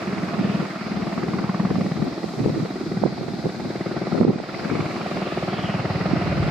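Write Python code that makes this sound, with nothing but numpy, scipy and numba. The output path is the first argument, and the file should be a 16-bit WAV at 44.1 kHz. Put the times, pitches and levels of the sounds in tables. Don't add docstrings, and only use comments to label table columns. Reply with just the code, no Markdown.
import sys
import numpy as np
from scipy import signal
from scipy.fft import rfft, irfft, next_fast_len
from scipy.io import wavfile
from scipy.ndimage import uniform_filter1d
from numba import njit

SR = 44100
rng = np.random.default_rng(int(sys.argv[2]) if len(sys.argv) > 2 else 0)


def voltage_ratio(decibels):
    exponent = np.asarray(decibels, float) / 20
    return 10 ** exponent


def wav_out(sig):
    wavfile.write(sys.argv[1], SR, np.round(np.clip(np.atleast_2d(sig).T, -1, 1) * 32767).astype(np.int16))


N = 286650
TIME = np.arange(N) / SR
BINS = np.maximum(np.fft.rfftfreq(next_fast_len(N + 2, True), 1 / SR), 1)
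SIDES = np.array([[1], [-1]])
BLADE_HZ = 19.05


def curves(table):
    s, *columns = np.transpose(table)
    return [np.interp(TIME, s, column) for column in columns]


def colour(table, hz):
    f, value = np.transpose(table)
    return np.interp(np.log(hz), np.log(f), value)


def unit(x):
    return x / np.sqrt(np.mean(x ** 2))


def delayed(x, ms):
    return np.interp(TIME - ms / 1000, TIME, x)


def noise(gain):
    return irfft(gain * np.exp(2j * np.pi * rng.random(len(gain))))[:N]


def band(low_hz, high_hz):
    centre_hz = np.sqrt(low_hz * high_hz)
    return np.exp(-np.log(BINS / centre_hz) ** 2 / np.log(high_hz / low_hz) ** 2 * 2)


def bells(s, length_s):
    return 2 ** -(2 * (TIME - s[:, None]) / length_s[:, None]) ** 2


def walk(rate):
    hold = int(SR / rate)
    steps = np.repeat(rng.standard_normal(N // hold + 1), hold)
    return 1.3 * uniform_filter1d(uniform_filter1d(steps, hold), hold)[:N]


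@njit
def wavelets(s, hz, cycles, size, turn):
    out = np.zeros(N)
    for k in range(len(s)):
        spread = cycles[k] / hz[k] / 4
        first = max(0, int((s[k] - 4 * spread) * SR))
        last = min(N, int((s[k] + 4 * spread) * SR))
        for i in range(first, last):
            t = i / SR - s[k]
            bell = np.exp(-.5 * (t / spread) ** 2)
            out[i] += size[k] * bell * np.cos(2 * np.pi * (hz[k] * t + turn[k]))
    return out


# time in seconds, exhaust level in dB.
CARRY_DB = [(0.0, -37), (0.25, -38), (0.52, -37.5), (2.19, -42.5), (3.53, -42), (4.07, -42), (4.36, -42.5),
            (4.56, -41.5), (4.74, -40), (5.39, -38), (6.06, -37.5), (6.5, -36)]
# centre in seconds, length in seconds, gain in dB, Hz.
BEAMS = [(0.22, 0.22, 9.5, 190), (0.49, 0.22, 15, 192), (1.09, 0.53, 7.5, 190), (1.49, 0.84, 16.5, 1063),
         (1.7, 0.63, 14.5, 190), (1.63, 0.73, 6.5, 2030), (2.1, 0.69, 4, 340), (2.3, 0.56, 2.5, 8000),
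         (2.86, 0.38, 9, 347), (2.97, 0.11, 12, 187), (4.03, 0.67, 5, 190), (3.9, 0.74, 11.5, 346),
         (3.82, 0.41, 7, 1900), (4.09, 0.42, 13, 1265), (4.574, 0.044, 3, 4500), (4.66, 0.6, 9.5, 1960),
         (5.33, 0.26, 13.5, 345), (5.95, 0.9, 7.5, 191), (6.2, 0.4, 6.5, 345), (1.77, 0.77, 18.5, 632),
         (2.76, 0.9, 11, 660), (3.94, 1.21, 15.5, 647), (4.67, 0.56, -4.5, 660), (4.96, 2.3, 4.5, 680),
         (5.24, 0.21, 3, 3000), (5.903, 2, 12, 648), (0.56, 0.84, -10, 2280), (0.77, 0.28, -4, 480),
         (4.296, 0.049, 7.5, 500), (2.902, 1.4, -7.5, 650), (3, 1.3, -6, 2800), (0.33, 0.48, 7.5, 310),
         (.85, .4, 5, 380), (1.35, .6, 5, 345), (4.98, 0.27, 7, 170), (5.52, .3, 3.5, 345),
         (5.2, .3, 4.5, 345), (6.6, 0.43, -3, 1900), (.1, .4, -2, 530), (5.15, 0.71, -1, 480),
         (0.82, 0.46, 1, 920), (4.66, 0.58, 3.5, 1370), (2.4, .7, 5, 2400), (4.86, .7, 5, 2560),
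         (5.1, 1, 1.5, 8000), (3, .5, 0, 2500), (4.94, 0.65, -5, 190), (6.4, .2, 4.5, 190),
         (4.67, 0.47, 4.5, 1124), (5.1, 0.22, 4, 680), (0.27, 0.51, 3, 820), (5.98, 0.27, 5, 2140),
         (.5, 0.27, 5.5, 2740), (3.3, .5, -5, 1200)]


def heard(hz, db, share, db_per_s):
    s, length_s, gain_db, beam_hz = np.transpose(BEAMS)
    beam_width_octaves = 0.21
    reach = np.exp(-(np.log2(beam_hz / hz) / beam_width_octaves) ** 2)
    beams_db = gain_db * reach @ bells(s, length_s)
    carry_mid_db = -40
    carry_db = curves(CARRY_DB)[0] - carry_mid_db
    return db + share * carry_db + db_per_s * (TIME - TIME[-1] / 2) + beams_db


def passes(ms, hz, cycles, turn, late_ms, jitter_ms, scatter_db, wobble):
    start = np.arange(int(N / SR * BLADE_HZ) + 1) / BLADE_HZ
    jitter, scatter, tune = rng.standard_normal((len(start), 3)).T
    s = start + (np.interp(start, TIME, ms) + late_ms + jitter_ms * jitter) / 1000
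    pitch_hz = np.interp(start, TIME, hz + 0 * TIME) * (1 + wobble * tune)
    one = np.ones(len(s))
    return unit(wavelets(s, pitch_hz, cycles * one, voltage_ratio(scatter_db * scatter), turn * one))


# time in seconds, Hz.
THUMP_HZ = [(0, 193), (2, 185), (4, 171), (5.2, 164), (5.8, 152.3), (6.5, 163)]


def thump(path_ms):
    ms = path_ms + 4.8 + .5 * np.maximum(TIME - 1, 0)
    beats = passes(ms, curves(THUMP_HZ)[0], 3.0, .3, late_ms=-2, jitter_ms=.15, scatter_db=1.1, wobble=.025)
    beats = beats + voltage_ratio(-12.5) * delayed(beats, 10.17)
    return voltage_ratio(heard(188, db=-36.5, share=0.43, db_per_s=0.65)) * unit(beats)


def knock(path_ms):
    knock_db = heard(339, db=-43.5, share=-1.7, db_per_s=-0.1)
    rap_db = heard(665, db=-50, share=0.9, db_per_s=0)
    beats = passes(path_ms, 345., 2.7, .1, late_ms=-.5, jitter_ms=.2, scatter_db=1, wobble=.035)
    rap = passes(path_ms, 650., 3.2, .1, late_ms=-2.2, jitter_ms=.5, scatter_db=.9, wobble=.07)
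    beats = beats + voltage_ratio(rap_db - knock_db) * rap
    beats = beats + voltage_ratio(-10) * delayed(beats, 5.65)
    return voltage_ratio(knock_db + 3.0) * unit(beats)


# time in seconds, crack Hz, snap Hz.
BRIGHT_HZ = [(0, 1250, 1920), (1.2, 1095, 1900), (2, 1160, 1900), (3.9, 1210, 1950), (4.5, 1390, 2150),
             (5.1, 1370, 2320), (5.5, 1210, 2200), (6.5, 1240, 2000)]


def crack_and_snap(path_ms):
    ms = path_ms - 1.5 + .95 * TIME
    snap_late_ms = 3
    crack_hz, snap_hz = curves(BRIGHT_HZ)
    crack_db = heard(1126, db=-44, share=0.65, db_per_s=1.5)
    snap_db = heard(2003, db=-43, share=1.95, db_per_s=-0.5)
    fizz_db = heard(2501, db=-56.5, share=1.5, db_per_s=0)
    gate = passes(ms, 30., .55, 0, late_ms=.5, jitter_ms=.5, scatter_db=.6, wobble=.1)
    late = passes(ms, 24., .55, 0, late_ms=snap_late_ms, jitter_ms=.7, scatter_db=1, wobble=.1)

    def stereo_hiss(low_hz, high_hz):
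        mid, side = (unit(noise(band(low_hz, high_hz))) for _ in range(2))
        return gate * (mid * (1 - .12 * SIDES) + .25 * side * SIDES)

    crack = stereo_hiss(1000, 1560)
    snap = stereo_hiss(1700, 2260) * late / np.maximum(gate, .3)
    snap = snap + voltage_ratio(fizz_db - snap_db + 8) * late * unit(noise(band(2450, 3400)))
    crack_tone = passes(ms, crack_hz, 6.5, .1, late_ms=-1, jitter_ms=.4, scatter_db=.7, wobble=.04)
    snap_tone = passes(ms, snap_hz, 11, .1, late_ms=snap_late_ms - 1, jitter_ms=.7, scatter_db=.7, wobble=.05)
    crack = .6 * crack + 1.3 * crack_tone
    snap = .6 * snap + .85 * snap_tone
    return voltage_ratio(crack_db - 9.0) * crack + voltage_ratio(snap_db - 9.5) * snap


# Hz, dB per Hz.
LOW_COLOUR_DB = [(35, -49), (60, -21), (143, -15), (193, -0.5), (252, -7.5), (329, -2.5), (489, -14),
                 (681, -9.5), (978, -18.5), (1260, -19.5), (1700, -23.5), (2330, -24.5), (2600, -27.5),
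                 (3380, -60), (5720, -120)]
HIGH_COLOUR_DB = [(1530, -29), (2600, -6.5), (3110, -13.5), (3400, -13.5), (3950, -3), (5020, -4.5),
                  (5920, -12.5), (8410, -20), (9620, -27), (13100, -28), (14000, -37), (15500, -46)]
# Hz, likeness from 0 to 1.
ALIKE = [(60, 1), (130, 0.4), (290, 0.49), (640, 0.37), (1410, 0.48), (3100, 0.4), (6820, 0), (15000, 0)]
# Hz, left minus right in dB.
LEAN_DB = [(60, -6), (110, 3), (200, 0), (380, 0.5), (700, -0.5), (1290, -1), (2380, -5), (4400, 5.5),
           (8120, -3.5), (15000, -15)]


def roar(throb):
    levels_db = [heard(480, db=-30.5, share=1.16, db_per_s=0.11) - 1.2,
                 heard(1496, db=-39, share=1.5, db_per_s=0.12) - 0.17,
                 heard(2996, db=-49, share=1.28, db_per_s=0.5) - 0.8,
                 heard(4497, db=-47, share=0.2, db_per_s=0.42) + 1.23,
                 heard(8011, db=-57, share=0.18, db_per_s=-0.12) + 2.5]
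    low_db = colour(LOW_COLOUR_DB, BINS) - LOW_COLOUR_DB[-3][1]
    high_db = colour(HIGH_COLOUR_DB, BINS) - HIGH_COLOUR_DB[1][1]
    shape = voltage_ratio(np.where(BINS < 2600, low_db, high_db))
    alike = np.clip(colour(ALIKE, BINS) + 0.42 * (BINS < 900), -.9, .995)
    layers, swell = np.zeros((5, 2, N)), walk(1.5)
    for hz in 70 * 2 ** np.arange(0, 6.6, .36):
        octaves = np.log2(BINS / hz)
        if hz >= 6000:
            octaves = np.minimum(octaves, 0)
        slot = shape * np.sqrt(np.clip(1 - np.abs(octaves) / .36, 0, 1))
        pair = noise(slot * np.sqrt(1 + alike)) + SIDES * noise(slot * np.sqrt(1 - alike))
        low = np.clip(np.log(6000 / hz) / 3.5, 0, 1)
        flicker_db = low * (.8 * swell + 1.5 * walk(5)) + (.8 + .5 * low) * walk(14)
        chop = 0.26 * np.exp(-np.log(hz / 800) ** 2 / 1.83)
        lean_db = colour(LEAN_DB, hz) * SIDES / 2
        layer = np.searchsorted([900, 2500, 3500, 6000], hz)
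        layers[layer] += voltage_ratio(flicker_db + lean_db) * (1 + chop * throb) * pair
    return sum(voltage_ratio(db) * unit(layer) for db, layer in zip(levels_db, layers))


# time in seconds, delay in ms.
PATH_MS = [(0, 24.5), (1.4, 24.8), (2, 27.5), (2.6, 30.5), (3.9, 31), (4.3, 30), (4.7, 27.3), (5.3, 23.5),
           (6.5, 22.8)]


def helicopter():
    path_ms = curves(PATH_MS)[0]
    throb = passes(path_ms, 12., .45, 0, late_ms=3, jitter_ms=1, scatter_db=1, wobble=.1)
    return thump(path_ms) + knock(path_ms) + crack_and_snap(path_ms) + roar(throb)


def field(x):
    middle = signal.sosfiltfilt(signal.butter(2, [600, 2300], "bandpass", fs=SR, output="sos"), x)
    echo_ms = 1.564 + 0.093 * walk(1.4)
    return x + voltage_ratio(-17) * np.array([delayed(port, echo_ms) for port in middle])


# Hz, left lead in radians.
TWIST_RAD = [(300, -0.19), (1000, -0.22), (1700, -0.78), (2500, 0.42), (3500, -0.25), (5000, -0.1)]


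def ports_hear(x):
    size = 2 * (len(BINS) - 1)
    turn = np.exp(.5j * colour(TWIST_RAD, BINS) * SIDES)
    return irfft(rfft(x, size) * turn, size)[:, :N]


# centre in seconds, length in seconds, level in dB, left minus right in dB.
GUSTS = [(0.196, 0.2, -29.5, -10), (0.446, 0.18, -22, -1.5), (0.612, 0.069, -26, 11),
         (0.982, 0.17, -28, 17.5), (1.232, 0.19, -24, 6.5), (1.4, 0.12, -24.5, 8), (1.714, 0.22, -21.5, 4),
         (1.84, 0.094, -24.5, -10), (2.035, 0.13, -20, 8), (2.27, 0.064, -30.5, -1),
         (2.438, 0.11, -17.5, 1), (2.586, 0.12, -19, 0), (2.876, 0.34, -29, -2), (3.05, 0.061, -22, 6),
         (3.272, 0.26, -28, -8), (3.464, 0.039, -20.5, 9), (3.643, 0.086, -27.5, -2),
         (3.952, 0.57, -34, 23.5), (4.162, 0.07, -20.5, 10), (4.225, 0.035, -14, -12),
         (4.289, 0.033, -11.5, 6), (4.354, 0.12, -27.5, 12), (4.735, 0.23, -25.5, 19.5),
         (5.163, 0.046, -24, -7), (5.614, 0.12, -38, 15), (6.15, 0.047, -41, -23),
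         (6.396, 0.063, -25.5, -4)]


def gusts():
    s, length_s, db, pan_db = np.transpose(GUSTS)
    calm_db, rumble_db = -53, -15.5
    left, right = (voltage_ratio(calm_db) + voltage_ratio(db + side * pan_db) @ bells(s, length_s) for side in (.5, -.5))
    breeze = voltage_ratio(-52.5 + 19.5 * (TIME - 4.96))
    return 20 * np.log10([left, right, voltage_ratio(rumble_db) * (left + right) / 2 + breeze])


def eddies(db, rate, hz, cycles, tail_db, brighten):
    place, size, tune, turn = rng.random((int(rate * N / SR), 4)).T
    s = place * N / SR
    pitch_hz = hz * np.exp(1.07 * (tune - .5)) * voltage_ratio(brighten * (np.interp(s, TIME, db) + 47.0))
    rarest = .04
    burst = voltage_ratio(-tail_db * np.log(np.maximum(size, rarest)))
    return voltage_ratio(db) * unit(wavelets(s, pitch_hz, cycles + 0 * s, burst, turn))


# time in seconds, peak in dB, Hz, port (0 left, 1 right).
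POPS = [(0.412, -5, 229, 1), (1.2408, -5, 350, 0), (1.7132, -1.5, 310, 0), (1.7848, 0.5, 238, 1),
        (2.243, -2.5, 342, 1), (2.405, -2.5, 228, 1), (2.434, -7, 271, 1), (2.4611, 3, 340, 0),
        (2.485, -5, 406, 0), (2.569, -7, 277, 1), (2.5783, -3.5, 286, 1), (3.0376, 6, 544, 1),
        (3.0537, -0.5, 260.0, 1), (3.0631, -0.5, 440, 1), (3.458, -1.5, 390, 1), (3.468, -3.5, 400, 1),
        (3.059, 1, 330, 1), (4.1472, -4, 332, 0), (4.1526, -2.5, 473, 0), (4.212, 4.5, 430, 1),
        (4.2204, 0.5, 320, 1), (4.2507, 8, 342, 1), (4.2708, 1, 292, 1), (4.2782, -6, 330, 0),
        (4.2872, 1, 345, 1), (4.2978, -5, 328, 1), (4.3055, 4.5, 334, 1), (4.283, -3, 330, 1),
        (4.36, -4, 268, 1), (4.402, -4, 510, 1), (6.136, 3, 242, 1), (0.4644, -14, 200, 1),
        (3.034, -6, 300, 1), (0.5193, -12, 306, 0), (0.6264, -7.5, 328, 1), (4.2911, -4, 290, 1),
        (2.476, -9, 375, 1), (2.5001, -2, 230, 0), (2.5452, -7.5, 340, 0), (2.6575, -10, 380, 0),
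        (3.2119, -10, 408, 0), (3.2845, -6.5, 348, 1), (4.1316, -5, 242, 0), (4.1793, -4.5, 314, 1),
        (4.334, -10, 284, 0), (4.6583, -6.5, 360, 0), (4.715, -3.5, 331, 0), (4.7214, -8, 330, 0),
        (4.3005, 1.5, 400, 1), (4.7953, -3, 278, 1)]


def pops():
    s, db, hz, port = np.transpose(POPS)
    turn = 0.57 + .07 * rng.standard_normal(len(s))
    cycles = 1.67 * voltage_ratio(-.07 * (db + 7.0))

    def struck(side):
        pulse = wavelets(s, hz, cycles, voltage_ratio(db - 6.0) * side, turn)
        return pulse + wavelets(s + 0.0011, 2.04 * hz, 2.16 + 0 * s, voltage_ratio(db - 21.0) * side, turn)

    return np.array([struck(port < .5), struck(port >= .5)])


def wind():
    left_db, right_db, rumble_db = gusts()
    both_db = (left_db, right_db)
    buffets = np.array([eddies(db - 8.5, 160, 259.0, 2.47, 3.0, 0.041) for db in both_db])
    grit = np.array([eddies(db - 22.5, 120, 620., 2.2, 1.8, .02) for db in both_db])
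    shove = eddies((left_db + right_db) / 2 - 7.5, 120, 200, 3.66, 2.0, 0.042)
    shared, apart = (eddies(rumble_db - 2, 260, 115., 1.3, 1, .05) for _ in range(2))
    hits = buffets + pops()
    return grit + hits + 0.11 * hits[::-1] + shove + shared + 0.42 * apart * SIDES


# time in seconds, peak in dB, left minus right in dB.
TICKS = [
    (2.0462, -43, -2.5),
    (2.7132, -45, 2.5),
]


def ticks():
    s, db, pan_db = np.transpose(TICKS)
    return np.array([wavelets(s, 11000. + 0 * s, 2.2 + 0 * s, voltage_ratio(db + 2.5 + side * pan_db), 0 * s)
                     for side in (.5, -.5)])


# time in seconds, Hz, level in dB.
WHOOSH = [
    (5.42, 3405, -57),
    (5.52, 3276, -47),
    (5.66, 2985, -39.5),
    (5.76, 2770, -46),
    (5.84, 2745, -53),
]


def whoosh():
    hz, db = curves(WHOOSH)
    phase = 2 * np.pi * np.cumsum(hz) / SR
    width_hz = 470
    slow = [unit(noise(np.exp(-(BINS / width_hz) ** 2))) for _ in range(2)]
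    return voltage_ratio(db) * (slow[0] * np.cos(phase) + slow[1] * np.sin(phase))


def scene():
    far = ports_hear(field(helicopter()))
    return far + wind() + ticks() + ports_hear(whoosh())


@njit
def follow(x, attack, release):
    y, e = np.empty(len(x)), 0.
    for i in range(len(x)):
        e += (x[i] - e) * (attack if x[i] > e else release)
        y[i] = e
    return y


# centre in seconds, length in seconds, gate in dB over mean.
THINNED = [(.16, .06, 3), (.45, .04, 2), (.63, .06, 3), (.96, .06, 3), (1.22, .07, 2), (1.54, .05, 2),
           (2.02, .03, 2), (2.09, .04, 2), (2.42, .08, 1), (2.86, .04, 1), (3.07, .025, 12), (3.49, .06, 2),
           (3.66, .04, 3), (4.03, .04, 2), (4.18, .06, 3), (4.285, .08, 4.5), (4.38, .04, 2),
           (4.67, .04, 3), (4.79, .06, 3), (5.53, .03, 1), (5.62, .03, 2), (5.72, .07, 3), (5.83, .06, 4),
           (6.0, .04, 2), (6.14, .05, 5), (6.41, .03, 2)]


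def thin_top(x):
    lead, thin_hz, top_hz = 804, 9000, 13900
    sums = np.pad(np.array([x[0] + x[1], x[0] - x[1]]) / 2, ((0, 0), (lead, 0)))
    hz, s, lines = signal.stft(sums, SR, "cosine", nperseg=2048)
    at, length_s, gate_db = np.transpose(THINNED)
    gate = np.interp(s - lead / SR, TIME, .8 * voltage_ratio(gate_db) @ bells(at, length_s))
    gate = gate + .62 * rng.random(len(s)) ** 2
    power = uniform_filter1d(np.abs(lines) ** 2, size=3, axis=1)
    top = (hz > thin_hz)[:, None]
    wander = uniform_filter1d(rng.standard_normal(len(s)), size=2) * 1.4
    edge_hz = np.maximum(top_hz + 1300 + 700 * wander - 900 * gate, top_hz)
    strong = power > gate ** 2 * power.mean(axis=-1, keepdims=True)
    keep = (strong | ~top) & (hz[:, None] < edge_hz)
    lost = np.sum(power * top, axis=1) / (np.sum(power * keep * top, axis=1) + 1e-18)
    refill = np.where(top, np.minimum(lost, 4)[:, None] ** .5, 1)
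    mid, side = signal.istft(lines * keep * refill, SR, "cosine", nperseg=2048)[1][:, lead:lead + N]
    return mid + side * SIDES


def band_limit(x):
    return signal.sosfilt(signal.butter(12, 15680, fs=SR, output="sos"), x)


def record(dry):
    x = signal.sosfilt(signal.butter(3, 70, "highpass", fs=SR, output="sos"), dry)
    duck_above, release_s = 0.46, 0.73
    peak = follow(np.abs(x).max(axis=0), .01, 1 / (release_s * SR))
    x = x * np.minimum(1, duck_above / (peak + 1e-9))
    x = x / (1 + x ** 10) ** (1 / 10)
    x = signal.sosfilt(signal.butter(8, 16500, fs=SR, output="sos"), x)
    mix = thin_top(x)
    return band_limit(mix)


dry = scene()
out = record(dry)
wav_out(out)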